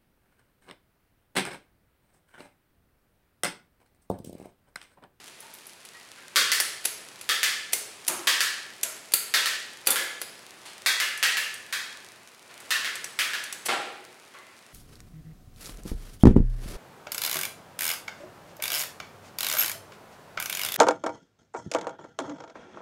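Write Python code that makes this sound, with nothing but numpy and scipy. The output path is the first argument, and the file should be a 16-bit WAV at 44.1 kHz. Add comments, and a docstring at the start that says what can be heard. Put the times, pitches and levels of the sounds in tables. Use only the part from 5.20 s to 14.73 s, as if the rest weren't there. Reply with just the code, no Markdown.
"""Gear changes on a repair stand

A bicycle is run through its gears in a hard-walled workshop. At the far end of the bike the shift
lever clicks and springs back, reaching the microphone mostly through the room. Close by, the chain
snaps onto the ringing sprockets and ticks quietly over the derailleur pulleys. Now and then the
drivetrain knocks dully through the frame."""
import sys
import numpy as np
from scipy import signal
from scipy.fft import rfft, irfft, next_fast_len
from scipy.io import wavfile

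SR = 44100
rng = np.random.default_rng(int(sys.argv[2]) if len(sys.argv) > 2 else 0)


def unload_wav(signal):
    """Save mono or channel-first audio to the path in sys.argv[1] as 16-bit WAV at rate SR, clipped to [-1, 1]."""
    wavfile.write(
        sys.argv[1],
        SR,
        np.round(np.clip(np.atleast_2d(signal).T, -1, 1) * 32767).astype(np.int16),
    )


N = 420257
AGE = np.arange(SR) / SR   # seconds since a blow
CUTOFF_HZ = 16000
# bounds of a blow's four registers: edge_hz; a balance lists them as thud_db, clack_db, snap_db, tick_db
REGISTER_EDGES = [120, 1000, 2500, 6000, 16000]

# gear changes, at the far end of the bike: start_s, click_db, held_s, return_db, return_ring_db
GEAR_CHANGES = [(1.1591, -18, .159, -21, 1), (2.0911, -22, 0.14, -21.2, -1), (3.072, -19, .1343, -22, 0),
                (4.1398, -19.6, 0.119, -24.4, -2.5), (4.672, -43, 0.087, -27, 4),
                (5.6613, -20.2, 0.14, -24, 3), (6.028, -20, .1427, -25.5, 3), (6.5265, -28, 0.13, -52, 0),
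                (7.5065, -23, 0.14, -29.5, -6), (7.9899, -23, 0.145, -29.5, -6)]
# lever housing and handlebar: pitch_hz, click_gain_db, return_gain_db, t60_s
HOUSING_MODES = [(1338.6, -19.5, -26, 0.041), (1555, -17.5, -38, 0.1), (1727, -26, -15, 0.12),
                 (1138, -15, -48, 0.019), (1810, -23, -40, 0.061), (1934, -25, -30.5, 0.19),
                 (2030, -18.5, -16, 0.03), (3300, -13, -22, 0.13), (3560, -13, -39, 0.035),
                 (3690, -36, -26, 0.031), (4500, -22, -45, 0.09)]
# colour of the lever's short crack: frequency_hz, gain_db
LEVER_COLOUR = [(60, -37), (300, -7), (520, 1), (820, -7), (1180, -2.5), (1800, 1), (2400, -1.5), (3400, 1),
                (4500, 2.5), (5600, -3), (7500, -7.5), (10000, -10.5), (12000, -12), (15500, -18.5)]
# balances of click and return at the first shift: thud_db, clack_db, snap_db, tick_db
CLICK_BALANCE = (-17, 1, 1.1, -1)
RETURN_BALANCE = (-24.5, 0.5, 0.3, 1.5)
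# each shift lets out cable and dulls the lever; change per shift: thud_db, clack_db, snap_db, tick_db
CLICK_DULLING = (-1, 0.05, -0.57, -0.35)
RETURN_DULLING = (0.14, 0.1, -0.85, -1.03)
# change in the return's balance per dB of ring: thud_db, clack_db, snap_db, tick_db
RETURN_RING_LIFT = (0, 0.31, 0, 0.43)

def shift_lever():
    """Far from the microphone, the ratchet clicks, then the lever springs back and rings on its stop."""
    out = np.zeros(N)
    return_modes = [(hz, db, t60) for hz, _, db, t60 in HOUSING_MODES]
    for shift, (s, click_db, held_s, return_db, ring_db) in enumerate(GEAR_CHANGES):
        taut_db = 3 - 1.2 * shift   # the lowest modes need a taut cable
        click_modes = [(hz, db + taut_db * (hz < 1450), t60) for hz, db, _, t60 in HOUSING_MODES]
        sag_octaves = 0.0775 * shift
        cable = [(3864 / 2 ** sag_octaves, -13, .007)]   # a brief twang, lower as the cable slackens
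        contacts = rattle(length_s=.0035, bounce_db=-13.5)
        reflections = room(wet_db=9, early_db=-4.5, early_t60=0.097)
        click = struck(contacts + reflections, LEVER_COLOUR, click_modes + cable,
                       ring_db=-0.5, scatter=0.0079)
        add(out, s, blow(click, click_db, CLICK_BALANCE + shift * np.array(CLICK_DULLING)))

        contacts = rattle(length_s=0.001, bounce_db=-14.5)
        reflections = room(wet_db=7, early_db=-3.5, early_t60=0.076)
        stop = struck(contacts + reflections, LEVER_COLOUR, return_modes + cable, ring_db, scatter=0.0075)
        balance_db = RETURN_BALANCE + shift * np.array(RETURN_DULLING)
        balance_db += ring_db * np.array(RETURN_RING_LIFT)
        add(out, s + held_s, blow(stop, return_db, balance_db))
    return out


# the chain grazes a sprocket, then drops onto it:
# start_s, level_db, brightness_db_per_octave, rattle_s, graze_ahead_s
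DROPS = [(1.4016, -24, 0, .001, 0.0014), (1.652, -24.5, 0, 0.0083, 0.0098),
         (2.5314, -23, -0.3, 0.0072, 0.0074), (2.879, -23.5, 1.7, .0093, 0.012),
         (3.632, -25.5, 1.2, 0.0062, 0.0018), (3.937, -18.5, 1, 0.0025, 0.017),
         (4.6702, -20.5, 0, 0.0043, 0.0076), (4.704, -22, 2.7, 0.0035, 0.0018),
         (5.016, -34, -1.5, 0.0011, 0.0081), (8.4565, -30.5, -1.1, 0.017, 0.0046)]
# light, bright ticks of the drivetrain close by; the early ones are probably freewheel pawl clicks:
# start_s, level_db, brightness_db_per_octave
LIGHT_TICKS = [(.0785, -51, -2), (.204, -48, 12), (0.339, -48.5, 19), (0.4683, -47.5, 9), (.651, -49, .3),
               (1.407, -40, -1.2), (2.012, -42.5, 1), (5.9754, -42, 2.4), (6.3417, -42.5, 2.94),
               (7.4027, -50, 1), (7.755, -39, 0), (7.843, -36, 0.5), (8.2385, -39.5, 0.5),
               (8.326, -36, 0.5)]
# balances of a drop and of a light tick or graze: thud_db, clack_db, snap_db, tick_db
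DROP_BALANCE = (-18, -11, -6, 1.5)
LIGHT_BALANCE = (-20, -10, -7, -3.5)
# each sprocket rings in its own way: in_use_from_s, modes (pitch_hz, gain_db, t60_s)
SPROCKET_MODES = [ (0, [(6400, -26, .04), (8250, -42, 0.036), (9800, -6, 0.0052), (10400, -22, .02)]),
                  (2.35, [(2120, -12, 0.16), (7200, -31.5, .12), (8460, -26, .15), (9700, -14, 0.023),
                  (10530, -23.5, .1), (14580, -16, .25)]), (2.75, [(6950, -22, 0.074), (8740, -10, .1),
                  (10700, -15, 0.061), (10950, -15, .07)]), (3.5, [(7100, -19.5, .04), (11150, -13, .13),
                  (13420, -14, 0.157)]), (3.8, [(1350, -13, 0.44), (4630, -29, .12), (4640, -0.5, 0.0096),
                  (8100, -15, 0.108), (9730, -25, .08), (11050, -19, 0.094), (11340, -14, 0.126),
                  (13000, -14, 0.045), (14240, -29, 0.14)]), (4.69, [(3510, -5, 0.088), (5140, -15, .15),
                  (6800, -7.5, 0.36), (8861, -5, 0.14), (11125, -3, 0.066), (13340, -12, 0.225)]),
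                  (4.9, [(5060, -4, 0.025), (10000, -6, 0.025)]), (5.5, [(6040, -21, .025),
                  (8040, -6, .035), (8880, -32, .1)])]
# colour of the chain's short crack: frequency_hz, gain_db
CHAIN_COLOUR = [(100, -23.5), (400, 6.5), (900, -2), (2200, 3.5), (4000, 1), (6500, 1.5), (8500, 1),
                (10700, 3.5), (12200, -4.5), (15000, -4.5), (16000, -25)]
GRAZE_SOFTER_DB, GRAZE_S, LIGHT_TICK_S = 20.5, 0.0031, .002

def chain_on_sprockets():
    """Near the microphone, links hit the teeth and set the sprocket ringing; the drivetrain ticks."""
    out = np.zeros(N)
    reflections = room(wet_db=-3.5, early_db=-4.5, early_t60=0.055)
    octaves = octaves_from(CUTOFF_HZ)
    drops = [(s, db, DROP_BALANCE + tilt * octaves, rattle_s) for s, db, tilt, rattle_s, _ in DROPS]
    grazes = [(s - ahead, db - GRAZE_SOFTER_DB, LIGHT_BALANCE, GRAZE_S) for s, db, _, _, ahead in DROPS]
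    ticks = [(s, db, LIGHT_BALANCE + tilt * octaves, LIGHT_TICK_S) for s, db, tilt in LIGHT_TICKS]
    for s, db, balance_db, rattle_s in drops + grazes + ticks:
        sprocket = [modes for since, modes in SPROCKET_MODES if since <= s][-1]
        plates = link_plates(db=-20, t60=0.019)
        contacts = rattle(rattle_s, bounce_db=-2) + reflections
        snap = struck(contacts, CHAIN_COLOUR, sprocket + plates, ring_db=-2.5, scatter=.007)
        add(out, s, blow(snap, db, balance_db))
    return out


def link_plates(db, t60, count=14):
    """The links near a contact add faint high partials, different every time."""
    return [(hz, db, t60) for hz in rng.uniform(3870, 12000, count)]


# dull knocks of the drivetrain: start_s, level_db, pitch_hz, focus_db
# focus lifts the knock's own note and is lost again per octave away from it
KNOCKS = [(.226, -53.5, 915, 15), (.742, -49.5, 1930, 5.5), (.975, -50.5, 1560, 5.5), (2.89, -34, 363, 2.4),
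          (3.646, -42.5, 654, 6), (4.68, -29.5, 520, 0.5), (5.455, -44, 613.6, -4.2), (7.295, -51, 1800, 2),
          (8.486, -24.5, 823, 0.9), (9.14, -47.5, 1125, 5), (9.16, -57, 2014, 18)]
# resonances of the frame: pitch_hz, gain_db, t60_s
FRAME_RESONANCES = [(362, -15, 0.58), (501, -19, 0.47), (653, -15.5, 0.94), (780, -23, 1),
                    (985, -19.5, 0.058), (1377, -9, 0.075)]
# colour of the frame's short crack: frequency_hz, gain_db
FRAME_COLOUR = [(100, -23), (220, -6), (380, 0.5), (900, 5), (1500, 3), (2400, -1.5), (4000, -9.5),
                (6000, -12), (10000, -2), (16000, -22)]
# balance of an unfocused knock: thud_db, clack_db, snap_db, tick_db
KNOCK_BALANCE = (-5, 0, -0.5, -16)

def frame_knocks():
    """The drivetrain knocks and the whole frame sounds, reaching the microphone mostly off the walls."""
    out = np.zeros(N)
    for s, db, pitch_hz, focus_db in KNOCKS:
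        contacts = rattle(length_s=.008, bounce_db=-16) + room(wet_db=12, early_db=0.5, early_t60=0.14)
        modes = FRAME_RESONANCES + [(pitch_hz, -4 + focus_db, .06)]
        knock = struck(contacts, FRAME_COLOUR, modes, ring_db=-5, scatter=0.0166)
        balance_db = KNOCK_BALANCE - focus_db * np.abs(octaves_from(pitch_hz))
        add(out, s, blow(knock, db, balance_db))
    return out


# colour of a link's tick: frequency_hz, gain_db
TICK_COLOUR = [(300, -20), (2000, -2), (4500, 2), (10000, -2), (12500, -6), (16000, -20)]
# bands whose strength varies from tick to tick: edge_hz
TICK_EDGES = [1200, 2600, 4500, 7500, 11000, 16000]

def link_ticks(links_per_s, over_grit_db, spread_db, grit_per_s):
    """Near the microphone, each link ticks as it seats, with grit in between; rms 1."""
    clicks = rng.standard_normal(N) * (rng.random(N) < grit_per_s / SR)
    link = np.arange(int(links_per_s * N / SR))
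    slip, force = rng.uniform(-1, 1, (len(link), 2)).T
    seated = ((link + 0.16 * slip) / links_per_s * SR).astype(int) % N
    # inner and outer links alternate, and the outer ones tick 1 dB louder
    clicks[seated] += from_db(over_grit_db + spread_db * force - link % 2)
    direct = sum(band(clicks * rng.exponential(1, N) ** 0.24, low, high, order=1)
                 for low, high in zip(TICK_EDGES, TICK_EDGES[1:]))
    reflected = signal.oaconvolve(direct, room(wet_db=-9, early_db=-15, early_t60=0.016))[:N]
    return rms_one(coloured(direct + reflected, TICK_COLOUR))


# how hard the drivetrain is turned: time_s, effort_db
EFFORT = [(0, -1.1), (.6, -3), (1.9, 0.7), (3.8, 0.1), (6.8, 0.1), (7.2, -3), (7.45, 2.5), (8.4, 1),
          (9.1, -2.5)]
# colours of the running chain's whirr and hiss: frequency_hz, gain_db
WHIRR_COLOUR = [(25, -36), (45, -30), (65, -20), (100, -6), (200, -3), (300, -3), (400, -2), (650, -1.5),
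                (1000, -2.5), (1900, -3), (2600, -5.5), (4000, -25)]
HISS_COLOUR = [(1200, -12), (2500, 1), (4400, 0), (6000, -4.5), (10000, -5.5), (12500, -14.5), (15500, -39)]

def running_chain(whirr_db, hiss_db, hiss_fade_db_per_s):
    """Close by, links roll over cogs and pulleys with a low whirr, a fine hiss and quiet ticks."""
    t = np.arange(N) / SR
    effort_db = np.interp(t, *np.transpose(EFFORT))
    fade_db = hiss_fade_db_per_s * t   # the chain moves to smaller sprockets and meets fewer teeth
    ticks = link_ticks(links_per_s=26, over_grit_db=7, spread_db=8, grit_per_s=110)
    frame_hum = rms_one(band(rng.standard_normal(N), 375, 376, order=1))   # near its lowest mode
    whirr = noise(WHIRR_COLOUR, N) + from_db(-17) * frame_hum
    hiss = noise(HISS_COLOUR, N) + from_db(-2) * ticks
    return from_db(whirr_db + effort_db) * whirr + from_db(hiss_db + effort_db - fade_db) * hiss


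# reverberation of the hard-walled workshop: frequency_hz, t60_s
WORKSHOP_DECAY = [(150, 0.71), (400, 0.96), (1000, 0.7), (2000, 0.75), (4000, 0.7), (8000, 0.63),
                  (12000, 0.4), (16000, 0.3702)]

def room(wet_db, early_db, early_t60):
    """Reflections of a click: scatter from bike and bench, then a tail whose treble dies first."""
    hz = np.fft.rfftfreq(SR, 1 / SR)
    white = rfft(rng.standard_normal(SR))
    centres_hz, t60s = np.transpose(WORKSHOP_DECAY)
    tail = sum(irfft(white * at_hz(np.c_[centres_hz, share], hz), SR) * dying(t60)
               for share, t60 in zip(np.eye(len(centres_hz)), t60s))
    echoes = rng.standard_normal(SR) * (rng.random(SR) < 4000 / SR) * dying(early_t60)
    onset = 1 - np.exp(-(AGE / 0.0028) ** 2)
    return from_db(wet_db) * unit_energy(tail * onset) + from_db(early_db) * unit_energy(echoes * onset)


def rattle(length_s, bounce_db, count=24):
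    """A first contact and a quick run of bounces at uneven gaps; unit energy."""
    touches = np.zeros(SR)
    bounce_s = rng.uniform(0, length_s, count)
    touches[(bounce_s * SR).astype(int)] = from_db(bounce_db) * rng.standard_normal(count)
    touches[0] = 1
    return unit_energy(touches)


def struck(contacts, colour, modes, ring_db, scatter, count=3):
    """A part answers contacts with a crack and clusters of modes, detuned a little by each blow's load."""
    ringing = np.zeros(SR // 2)
    for hz, db, t60 in modes:
        age = AGE[:min(int(t60 * SR) + 2, len(ringing))]
        cluster_hz = hz * (1 + scatter * rng.standard_normal((count, 1)))
        cycles = cluster_hz * age + rng.random((count, 1))
        tones = np.sin(2 * np.pi * cycles).sum(axis=0)
        decay = np.exp(-np.log(1000) * age / t60)
        ringing[:len(age)] += from_db(ring_db + db) * unit_energy(tones * decay)
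    return coloured(contacts, colour) + signal.fftconvolve(contacts, ringing)[:SR]


def blow(sound, db, balance_db):
    """Set a blow's level and the balance of its four registers over the first 30 ms."""
    attack = round(.03 * SR)
    registers = list(zip(REGISTER_EDGES, REGISTER_EDGES[1:]))
    gains = from_db(balance_db) / [np.std(band(sound[:attack], low, high)) for low, high in registers]
    shaped = coloured(sound, np.c_[np.mean(registers, axis=1), 20 * np.log10(gains)])
    shaped = band(shaped, 120, 19000, order=2)   # small parts radiate almost no bass
    return shaped / np.std(shaped[:attack]) * from_db(db)


def octaves_from(hz):
    """How far each register lies above a frequency, in octaves."""
    edges = np.log2(np.array(REGISTER_EDGES) / hz)
    return (edges[:-1] + edges[1:]) / 2


def coloured(x, spectrum):
    """Give a sound a smooth spectrum with minimum phase, so that nothing sounds before the blow."""
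    hz = np.fft.rfftfreq(1024, 1 / SR)
    cepstrum = irfft(np.log(from_db(at_hz(spectrum, hz))))
    half = len(cepstrum) // 2
    causal = np.r_[cepstrum[0], 2 * cepstrum[1:half], np.zeros(half)]
    response = unit_energy(irfft(np.exp(rfft(causal))))
    return signal.oaconvolve(x, response)[:len(x)]


def noise(spectrum, size):
    """Noise of a given colour, rms 1."""
    padded = next_fast_len(size, True)
    gains = from_db(at_hz(spectrum, np.fft.rfftfreq(padded, 1 / SR)))
    return rms_one(irfft(rfft(rng.standard_normal(padded)) * gains, padded)[:size])


def band(x, low, high, order=4):
    """Causal band-pass."""
    return signal.sosfilt(signal.butter(order, [low, high], "band", fs=SR, output="sos"), x + 1e-18)


def dying(t60):
    """Exponential decay after a blow."""
    return np.exp(-np.log(1000) * np.minimum(AGE / t60, 10))


def at_hz(points, hz):
    """Read a table on a log-frequency axis."""
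    points = np.array(points)
    return np.interp(np.log(np.maximum(hz, 1)), np.log(points[:, 0]), points[:, 1])


def from_db(db):
    """Decibels to gain."""
    return 10 ** (np.asarray(db) / 20)


def rms_one(x):
    """Scale to unit rms."""
    return x / np.sqrt(np.mean(x ** 2) + 1e-20)


def unit_energy(x):
    """Scale to unit energy."""
    return x / np.sqrt(np.sum(x ** 2) + 1e-20)


def add(out, s, sound):
    """Mix a sound in at time s."""
    start = max(round(s * SR), 0)
    out[start:start + len(sound)] += sound[:N - start]


def scene():
    """The whole bicycle at one microphone near the sprockets."""
    running = running_chain(whirr_db=-53, hiss_db=-52, hiss_fade_db_per_s=0.59)
    return (shift_lever() + chain_on_sprockets() + frame_knocks() + running)[None]


def record(dry):
    """The very highest peaks are clipped and the top is cut steeply."""
    low_pass = signal.ellip(10, .2, 80, CUTOFF_HZ, fs=SR, output="sos")
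    return signal.sosfilt(low_pass, np.clip(dry, -.68, .68))


dry = scene()
out = record(dry)
unload_wav(out)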